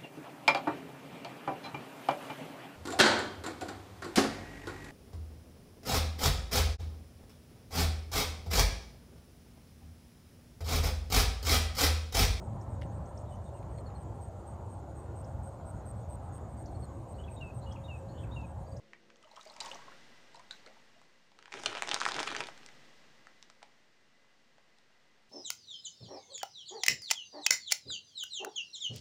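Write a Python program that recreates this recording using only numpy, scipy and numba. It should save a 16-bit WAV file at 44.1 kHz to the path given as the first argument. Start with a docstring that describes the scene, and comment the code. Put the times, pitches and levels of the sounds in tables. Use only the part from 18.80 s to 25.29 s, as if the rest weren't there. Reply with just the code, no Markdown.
"""Dry pasta tubes drop from a hand into a pot of broth, close to the microphone in a small kitchen.
They clack together, then trap air that rings as ticks and plops while the broth gurgles and spatters.
Next a stiff plastic bag is grabbed: its folds snap over in a loud crackle, with a few late snaps
as it settles. The small recorder's microphone port dulls the top, and its expander lets the kitchen
hiss swell after loud sounds and sink again."""
import sys
import numpy as np
from scipy import signal
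from scipy.fft import rfft, irfft
from scipy.io import wavfile
from scipy.ndimage import uniform_filter1d
from numba import njit

SR = 44100
rng = np.random.default_rng(int(sys.argv[2]) if len(sys.argv) > 2 else 0)


def unload_wav(signal):
    """Save mono or channel-first audio to the path in sys.argv[1] as 16-bit WAV at rate SR, clipped to [-1, 1]."""
    wavfile.write(
        sys.argv[1],
        SR,
        np.round(np.clip(np.atleast_2d(signal).T, -1, 1) * 32767).astype(np.int16),
    )


N = 286297


def from_db(db):
    """Decibels to gain."""
    return 10 ** (np.asarray(db) / 20)


def rms_one(x):
    """Scale to rms 1."""
    return x / np.sqrt(np.mean(x ** 2) + 1e-20)


def peak_one(x):
    """Scale to peak 1."""
    return x / np.abs(x).max()


def in_time(rows):
    """Level curves in dB, one value a sample; silent outside their span."""
    times, *columns = np.transpose(rows)
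    return np.array([np.interp(np.arange(N) / SR, times, db, -120, -120) for db in columns])


def colour(x, points):
    """Shape by (Hz, dB) points, minimum phase so that nothing sounds early."""
    hz = np.maximum(np.arange(2049) * SR / 4096, 1)
    points_hz, points_db = np.transpose(points)
    gain_db = np.interp(np.log(hz), np.log(points_hz), points_db)
    cepstrum = irfft(gain_db * np.log(10) / 20)
    cepstrum[1:2048] *= 2
    cepstrum[2049:] = 0
    return signal.fftconvolve(x, irfft(np.exp(rfft(cepstrum))))[:len(x)]


def band(x, low_hz, high_hz):
    """Butterworth band-pass."""
    return signal.sosfilt(signal.butter(2, [low_hz, high_hz], "band", fs=SR, output="sos"), x)


def drift(rate_hz):
    """Slow random wander, rms 1."""
    r = np.exp(-2 * np.pi * rate_hz / SR)
    return rms_one(signal.lfilter([1], [1, -2 * r, r * r], rng.standard_normal(N + SR))[SR:])


def grains(per_s, spread_db):
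    """Random clicks of very uneven size."""
    sizes = from_db(spread_db * np.minimum(rng.exponential(1, N), 4)) * rng.choice([-1, 1], N)
    return sizes * (rng.random(N) < per_s / SR)


def add(out, start_s, sound):
    """Mix a sound in at a time."""
    i = round(start_s * SR)
    out[i:i + len(sound)] += sound[:N - i]


# Hiss of the kitchen and the recorder: frequency_hz, gain_db
HISS_SPECTRUM = [(18, -31), (30, -9.5), (70, -14), (135, -4.5), (319, -6.5), (554, -6.5), (1000, -9),
                 (2000, -10), (2480, -10.5), (5500, -15.5), (8000, -24.5), (10800, -37.5), (15000, -36),
                 (16500, -58.5)]
# Narrow whines in the hiss: centre_hz, width_hz, level_db
WHINES = [(229, 29, -84), (534, 14, -88), (1620, 81, -85), (1925, 195, -81), (2020, 29, -82),
          (2830, 30, -88.5), (9200, 90, -101), (12000, 53, -109)]
# Faint low drone in the room: pitch_hz, level_db
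DRONE_PARTIALS = [(140.0, -80.5), (209.9, -77.5), (339.1, -75.5), (376.8, -81), (409.1, -79.5),
                  (479.1, -76.5), (549.1, -76.5), (689.1, -79.5)]


def room_tone(hiss_db=-70, drone_end_s=0.48):
    """Even hiss with whining bands, and a wavering drone that dies away at the start."""
    t = np.arange(N) / SR
    out = from_db(hiss_db) * rms_one(colour(rng.standard_normal(N), HISS_SPECTRUM))
    for hz, width_hz, db in WHINES:
        out += from_db(db) * rms_one(band(rng.standard_normal(N), hz - width_hz / 2, hz + width_hz / 2))
    fade = np.clip((drone_end_s - t) / 0.09, 0, 1)
    for (hz, db), phase in zip(DRONE_PARTIALS, rng.random(len(DRONE_PARTIALS))):
        level = from_db(db + 3 * drift(9)) * np.sqrt(2) * fade
        out += level * np.sin(2 * np.pi * (hz * t + phase + 0.2 * drift(14)))
    return out


# Broad thud, middle and fizz of a snap: centre_hz, spread_octaves
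SNAP_BANDS = [(820, 0.62), (2000, 0.98), (10500, 0.82)]


def snaps(rows, centre_octaves=0.39, middle_db=-2, step=4.86):
    """Each snap is one sharp step and a noise burst of a few ms, coloured by four spectral humps."""
    out, t = np.zeros(N), np.arange(1500) / SR
    hz = np.geomspace(100, 20000, 48)
    for start_s, peak_db, centre_hz, thud_db, fizz_db, t60_s in rows:
        humps = zip([(centre_hz, centre_octaves), *SNAP_BANDS], [0, thud_db, middle_db, fizz_db])
        height = sum(from_db(db) / hump_hz * np.exp(-0.5 * (np.log2(hz / hump_hz) / octaves) ** 2)
                     for (hump_hz, octaves), db in humps)
        spectrum = np.transpose([hz, 20 * np.log10(height + 1e-8)])
        burst = rng.standard_normal(len(t)) * from_db(-60 * t / t60_s)
        burst[0] += step
        add(out, start_s, from_db(peak_db) * peak_one(colour(burst, spectrum)))
    return out


# Pasta in the hand, above the pot: start_s, peak_db, centre_hz, thud_db, fizz_db, t60_s
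CLACKS = [(0.1335, -38.5, 1780, -17, -35, 0.012), (0.3021, -50, 1700, -13, -24, 0.017),
          (0.359, -53, 4950, -5, -6, .01), (2.216, -45.5, 2200, 3, 12, 0.0098)]


def pasta_clacks():
    """Dry tubes knock together, each with a short hard snap."""
    return snaps(CLACKS)


# Droplets landing near the microphone: start_s, peak_db, centre_hz
DROPLETS = [(0.3687, -58, 7900), (0.5197, -61, 8000), (0.5667, -49, 10000), (0.595, -50, 10500),
            (0.609, -52, 7800), (0.631, -46, 7500), (0.6532, -41, 10500), (0.6799, -46, 10000),
            (0.7198, -42, 11500), (0.74, -52, 7000), (0.7647, -50, 7200), (0.8031, -34, 8600),
            (0.851, -35, 11000), (0.858, -44, 7500), (0.9118, -48, 7500), (1.5444, -64, 8000),
            (1.5554, -54, 10000), (1.5953, -62, 9000), (1.7085, -46, 9450), (1.8622, -55, 8400)]


def droplets(t60_s=0.007, edge_ratio=1.44):
    """A droplet lands with a bare bright crack and no ring."""
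    out, t = np.zeros(N), np.arange(800) / SR
    for start_s, db, hz in DROPLETS:
        splat = rng.standard_normal(len(t)) * from_db(-60 * t / t60_s)
        splat[0] += 4   # the impact
        add(out, start_s, from_db(db) * peak_one(band(splat, hz / edge_ratio, hz * edge_ratio)))
    return out


def swarm(clicks, low_hz, high_hz, cycles, count=16):
    """Many small bubbles: clicks are dealt to resonators that fall 60 dB in the given cycles."""
    dealt, out = rng.integers(0, count, N), 0
    for k, hz in enumerate(np.geomspace(low_hz, high_hz, count)):
        r, w = from_db(-60 * hz / (cycles * SR)), 2 * np.pi * hz / SR
        kicks = clicks * (dealt == k) + 1e-18
        out = out + signal.lfilter([0, np.sin(w)], [1, -2 * r * np.cos(w), r * r], kicks)
    return rms_one(out)


# Churn in the pot, one list for each of two handfuls: time_s, gurgle_db, spray_db
CHURN = [
    [(.4, -73, -79), (.57, -70.5, -61.5), (.79, -62.5, -63), (.82, -61, -50), (.96, -58, -55),
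     (1.0, -82, -66), (1.1, -63.5, -78), (1.2, -85, -86)],
    [(1.53, -86, -83), (1.56, -69.5, -75), (1.69, -76, -93), (1.72, -73, -60), (1.8, -83.5, -67),
     (1.9, -68.5, -90), (2.05, -102, -77.5)],
]
# Tone of the spray off the surface: frequency_hz, gain_db
SPRAY_COLOUR = [(900, -33.5), (1800, -9.5), (3000, -7), (4200, -6), (6000, -2), (9000, -7.5), (16000, 17.5)]


def churned_broth():
    """Countless small bubbles gurgle; droplets and tiny bubbles make a bright spray."""
    gurgle_db, spray_db = np.max([in_time(handful) for handful in CHURN], axis=0)
    gurgle = swarm(grains(1200, spread_db=3.5), 564, 1334, cycles=26)
    spray = swarm(grains(4000, spread_db=3.5), 1620, 14000, cycles=28)
    return from_db(gurgle_db) * gurgle + from_db(spray_db) * rms_one(colour(spray, SPRAY_COLOUR))


def bubble(hz, t60_s, rise, attack_s=0.0019, shake_rad=0.5):
    """A dying sine that climbs by 2 * rise * hz over t60_s as the air nears the surface; peak 1."""
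    t = np.arange(round(0.2 * SR)) / SR
    shake = rms_one(band(rng.standard_normal(len(t)), 22, 0.34 * hz))   # from the churned surface
    cycles = hz * (t - rise * t / 6 + rise * t ** 2 / t60_s)
    envelope = from_db(-60 * t / t60_s) * (1 - np.exp(-t / attack_s))
    return peak_one(envelope * np.sin(2 * np.pi * cycles + shake_rad * shake))


# Tubes meeting the broth, close up: start_s, peak_db, pitch_hz, crack_over_ring_db
TICKS = [(0.4276, -61, 3100, 8.5), (0.4444, -55.5, 2950, -8), (0.514, -56, 4050, -13),
         (0.5596, -56, 5550, 2), (0.5638, -52, 3130, 3), (0.611, -49.5, 3760, 1), (0.654, -56, 2200, 7),
         (0.673, -51, 4660, -4), (0.6987, -47, 4120, -7), (0.7394, -55, 5260, -6), (0.7645, -52, 2220, 8),
         (0.804, -37, 3970, 6.5), (0.8088, -37.5, 4670, 4), (0.847, -52, 3640, 0), (0.86, -42, 3020, 6),
         (0.9148, -36.5, 2910, -12), (0.9458, -45, 5850, -16), (1.545, -58, 4000, 9),
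         (1.5566, -51.5, 3970, 0), (1.5664, -57.5, 5300, 0), (1.595, -56.5, 2180, 9),
         (1.7097, -35, 3920, -6.5), (1.725, -59, 4080, 10), (1.862, -49.5, 4230, -0.5),
         (1.8737, -54, 2100, -2)]


def entry_ticks(crack_t60_s=0.015):
    """A tube cuts the surface with a crack and traps a tiny bubble that rings high and short."""
    out, t = np.zeros(N), np.arange(800) / SR
    bursts = rng.standard_normal((len(TICKS), len(t))) * from_db(-60 * t / crack_t60_s)
    for burst, (start_s, db, hz, crack_db) in zip(bursts, TICKS):
        ring = bubble(hz, t60_s=0.019, rise=0.21, attack_s=0.00019, shake_rad=0.31)
        add(out, start_s, from_db(db) * ring)
        add(out, start_s, from_db(db + crack_db) * peak_one(band(burst, 2130, 10200)))
    return out


# Hollow plops down in the pot: start_s, peak_db, pitch_hz
PLOPS = [(0.436, -59, 1200), (0.447, -61, 617), (0.471, -58, 910), (0.513, -55.5, 887), (0.534, -59, 644),
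         (0.565, -54, 1210), (0.573, -48, 1066), (0.592, -52, 1257), (0.662, -51.5, 630), (0.706, -53, 880),
         (0.761, -52.5, 896), (0.778, -57, 1004), (0.812, -42, 908), (0.83, -49, 876), (0.849, -44.5, 1092),
         (0.864, -44, 890), (0.885, -48, 980), (0.912, -50, 536), (0.929, -46, 875), (0.954, -51, 1136),
         (0.988, -51.5, 953), (1.018, -54, 1100), (1.08, -48, 1056), (1.546, -49.5, 923), (1.569, -57, 679),
         (1.594, -52.5, 994), (1.708, -49.5, 1470), (1.731, -56, 1484), (1.863, -56, 520),
         (1.899, -60.5, 534), (1.966, -59.5, 887), (2.162, -62, 676)]
# Blips at the surface: start_s, peak_db, pitch_hz, rise_ratio
BLIPS = [(1.117, -54, 1440, 0.78), (1.862, -56, 1443, 1.3), (1.874, -56, 634, .7)]


def air_pockets():
    """Pockets closed by a sinking tube plop; those that burst at the surface blip swiftly upward."""
    out = np.zeros(N)
    for start_s, db, hz in PLOPS:
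        t60_s = 0.052 * (1000 / hz) ** 0.97   # low pockets ring longer
        add(out, start_s, from_db(db) * bubble(hz, t60_s, rise=0.084))
    for start_s, db, hz, rise in BLIPS:
        add(out, start_s, from_db(db) * bubble(hz, t60_s=0.0604, rise=rise))
    return out


# Folds of the bag, near the microphone: start_s, peak_db, centre_hz, thud_db, fizz_db, t60_s
FOLD_SNAPS = [(2.5181, -52, 3360, -5, -1, 0.012), (2.5894, -42, 1380, -9, 0, 0.012),
              (2.6262, -43.5, 2400.0, -17, -10, 0.011), (2.6575, -39.5, 2300, -14, -4, 0.0086),
              (2.6798, -47, 1200.0, 7, -7, 0.012), (2.7216, -36.5, 1890, -14.0, -3, 0.019),
              (2.7265, -33.5, 2690.0, -11, -1, 0.011), (2.7399, -27.5, 2900, -2, -14, 0.0052),
              (2.7733, -36, 2690.0, 3, -4, 0.0091), (2.7975, -41.0, 4800.0, 8, 4, 0.012),
              (2.836, -26, 3020.0, -4, 4.5, 0.011), (2.8508, -33, 4800.0, -6, 8, 0.0071),
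              (2.8597, -16, 3700, -6.5, -2.5, 0.015), (2.8645, -29.5, 3060, -5, -3, 0.016),
              (2.8918, -39, 1700.0, 12, 0, 0.0096), (2.9167, -41, 1200.0, 17, -2.0, 0.013),
              (2.9286, -32.5, 1370, -4, -8, 0.011), (2.9513, -26.0, 3020.0, 3.5, -16, 0.015),
              (2.9584, -32, 2690.0, 5, -9.0, 0.012), (2.9712, -27.5, 2690.0, -6, -15, 0.0084),
              (2.9779, -31, 4800.0, 6, -4, 0.013), (2.9853, -33, 2690.0, -2, -2.0, 0.01),
              (3.0227, -12, 2170, -6, 9, 0.0034), (3.0326, -29, 1200.0, 8, 7, 0.013),
              (3.0745, -27.5, 4800.0, -9, 4, 0.011), (3.0854, -27, 2140.0, -4, -10, 0.009),
              (3.0915, -20, 4800.0, -21.0, -3.5, 0.0028), (3.1055, -40, 3810.0, -6.0, -4.0, 0.0093),
              (3.1142, -19, 2980, -21, -14, 0.01), (3.1189, -22.0, 2370, -11, -14, 0.007),
              (3.1333, -27, 3810.0, 1, 1, 0.013), (3.1438, -9.5, 4800.0, -9.0, 12.5, 0.0054),
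              (3.1493, -28.5, 1510.0, -4, -9, 0.0096), (3.1632, -25, 2400.0, 1, -14, 0.0108),
              (3.2025, -24.0, 4800.0, -6, 1, 0.013), (3.2099, -24.5, 4800.0, -7, -5, 0.012),
              (3.2156, -20.5, 1360, -8, 1, 0.0085), (3.2247, -28.0, 1510.0, 1, -16, 0.0095),
              (3.2334, -27.0, 3810.0, -4, -3.0, 0.0102), (3.2535, -17, 1200.0, -9, 0, 0.006),
              (3.2633, -18.5, 1350.0, -4, -10.0, 0.01), (3.2877, -17.5, 1370, -6, 0.0, 0.0053),
              (3.3118, -29.5, 1510.0, -4, -3.0, 0.013), (3.3196, -23, 4800.0, -9, -4, 0.0096),
              (3.336, -42, 3020.0, -8.0, -1.0, 0.0108), (3.3436, -24.5, 4800.0, -13, -2, 0.0066),
              (3.3647, -25, 2100, -10.0, -1, 0.019), (3.3848, -27.5, 1520, 14, -10.0, 0.011),
              (3.3916, -25, 2140.0, -10, -10, 0.018), (3.3961, -21.5, 4800.0, -9, 1.5, 0.009),
              (3.4019, -20.5, 4800.0, 1, 10, 0.014), (3.4096, -29.5, 4280.0, 10, -1.0, 0.0077),
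              (3.4302, -20.5, 4770, -11.0, 3, 0.01), (3.4366, -33, 1700.0, -8, 2, 0.011),
              (3.4677, -34, 4800.0, -11.0, 6, 0.018), (3.4734, -25.5, 2410, 1, 2, 0.017),
              (3.4774, -25.0, 3060, -15, -4.0, 0.012), (3.5158, -28, 3100, -3, -2, 0.0072),
              (3.5248, -32, 1710, -5, -2.0, 0.0114), (3.5495, -25, 1900.0, -10.0, 1, 0.012),
              (3.5563, -32, 1510.0, 0.0, -4, 0.014), (3.565, -22, 4800.0, -8.5, -9, 0.0069),
              (3.5854, -37.5, 3000, -7, -3, 0.012), (3.6054, -22, 2070, -6.0, -4, 0.012),
              (3.6107, -31.0, 2690.0, -4, 2, 0.018), (3.6382, -31.5, 3810.0, -19, -9, 0.0102),
              (3.67, -29, 4230, -21.0, 10, 0.013), (3.687, -35, 1200.0, 3.0, -9.0, 0.014),
              (3.7768, -40, 3810.0, -14, 12, 0.013), (3.8321, -45.0, 2690.0, -4, -6, 0.0099),
              (3.8624, -31.5, 4800.0, -3, 15, 0.009), (3.8885, -42.5, 2140.0, -10, -3, 0.0078),
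              (4.4702, -41.5, 1360, -10, -4, 0.0075), (4.6268, -36, 4280.0, -7, 6.5, 0.0096),
              (4.7, -41.5, 4800.0, -3, 5, 0.014), (4.8198, -53.5, 1200.0, 12, -8.0, 0.012),
              (4.8288, -38.5, 4200, 4, 2, 0.019), (5.4454, -60, 1210, 4.0, -8, 0.012),
              (5.782, -51.5, 3390.0, 7, -1, 0.012), (5.9854, -51.0, 3350, -11, 4, 0.014),
              (6.104, -63, 1510.0, 6, -4.0, 0.012)]
# The hand working the bag: time_s, crackle_db
GRIP = [(2.55, -68), (2.7, -61), (2.75, -49), (2.82, -49), (2.88, -42.5), (2.94, -44.5), (3.0, -47),
        (3.06, -47.5), (3.13, -42.5), (3.19, -42), (3.27, -36.5), (3.33, -40.5), (3.4, -36.5), (3.45, -42),
        (3.49, -37), (3.6, -44), (3.7, -49.5), (3.76, -70), (3.95, -81)]
# Crackle of the plastic film: frequency_hz, gain_db
FILM_SPECTRUM = [(40, -31.5), (100, -14), (200, -16.5), (420, -1.5), (500, -10.5), (1280, 2.5), (2470, -8),
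                 (5000, -0.5), (7750, -17), (16000, -7.5)]


def plastic_bag():
    """Folds snap over, their size setting the pitch; between them the film crackles in clumps."""
    crackle_db, = in_time(GRIP)
    thud_db = 7 + 2.5 * drift(11)
    fizz_db = -4 + 2.5 * drift(9.9)
    clicks_per_s = 2500 * from_db(6 * drift(30))
    film = rms_one(colour(grains(clicks_per_s, spread_db=4.5), FILM_SPECTRUM))
    thud = from_db(thud_db) * band(film, 30, 800)
    fizz = from_db(fizz_db) * band(film, 4000, 11000)
    return snaps(FOLD_SNAPS) + from_db(crackle_db) * (thud + band(film, 800, 4000) + fizz)


def kitchen_reflections(x, t60_s=0.19, level_db=-13):
    """Hard walls close by return a dull, quickly dying tail after a 3 ms gap."""
    t = np.arange(round(0.5 * SR)) / SR
    tail = rng.standard_normal(len(t)) * from_db(-60 * t / t60_s) * (t > 0.003)
    tail = band(tail, 160, 6300)
    return from_db(level_db) * signal.fftconvolve(x, tail / np.sqrt(np.sum(tail ** 2)))[:N]


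# Response of the small recorder's microphone: frequency_hz, gain_db
MIC_RESPONSE = [(20, 1.5), (7500, 2.5), (9000, -2), (11000, -19.5), (15000, -23.5), (20000, -41)]


def microphone_port(x):
    """The port loses treble above about 8 kHz."""
    return colour(x, MIC_RESPONSE)


@njit
def held_power(x, keep, ceiling):
    """Running mean of the power that cannot rise past a ceiling."""
    out, power = np.zeros(len(x)), 0.
    for i in range(len(x)):
        power = min(keep * power + (1 - keep) * x[i] ** 2, ceiling)
        out[i] = power
    return out


def expander(loud, threshold_db=-62, range_db=11.5, memory_s=0.45):
    """Gain for the background: it follows the loud sounds' mean power between a floor and a ceiling."""
    power = held_power(loud, np.exp(-1 / (memory_s * SR)), from_db(threshold_db + range_db) ** 2)
    gain = np.maximum(np.sqrt(power) / from_db(threshold_db), 1)
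    return uniform_filter1d(gain, size=3000)


def scene():
    """Pot and bag close to one microphone in the kitchen, with the room tone swelling behind them."""
    close = pasta_clacks() + entry_ticks() + air_pockets() + droplets() + churned_broth() + plastic_bag()
    at_mic = microphone_port(close + kitchen_reflections(close))
    background = room_tone() - 0.00047   # the converter's offset
    return (at_mic + expander(at_mic) * background)[None]


def record(dry):
    """The recorder cuts the top steeply: 70 dB down from 16.5 kHz."""
    return signal.sosfilt(signal.cheby2(12, 70, 16500, fs=SR, output="sos"), dry)


dry = scene()
out = record(dry)
unload_wav(out)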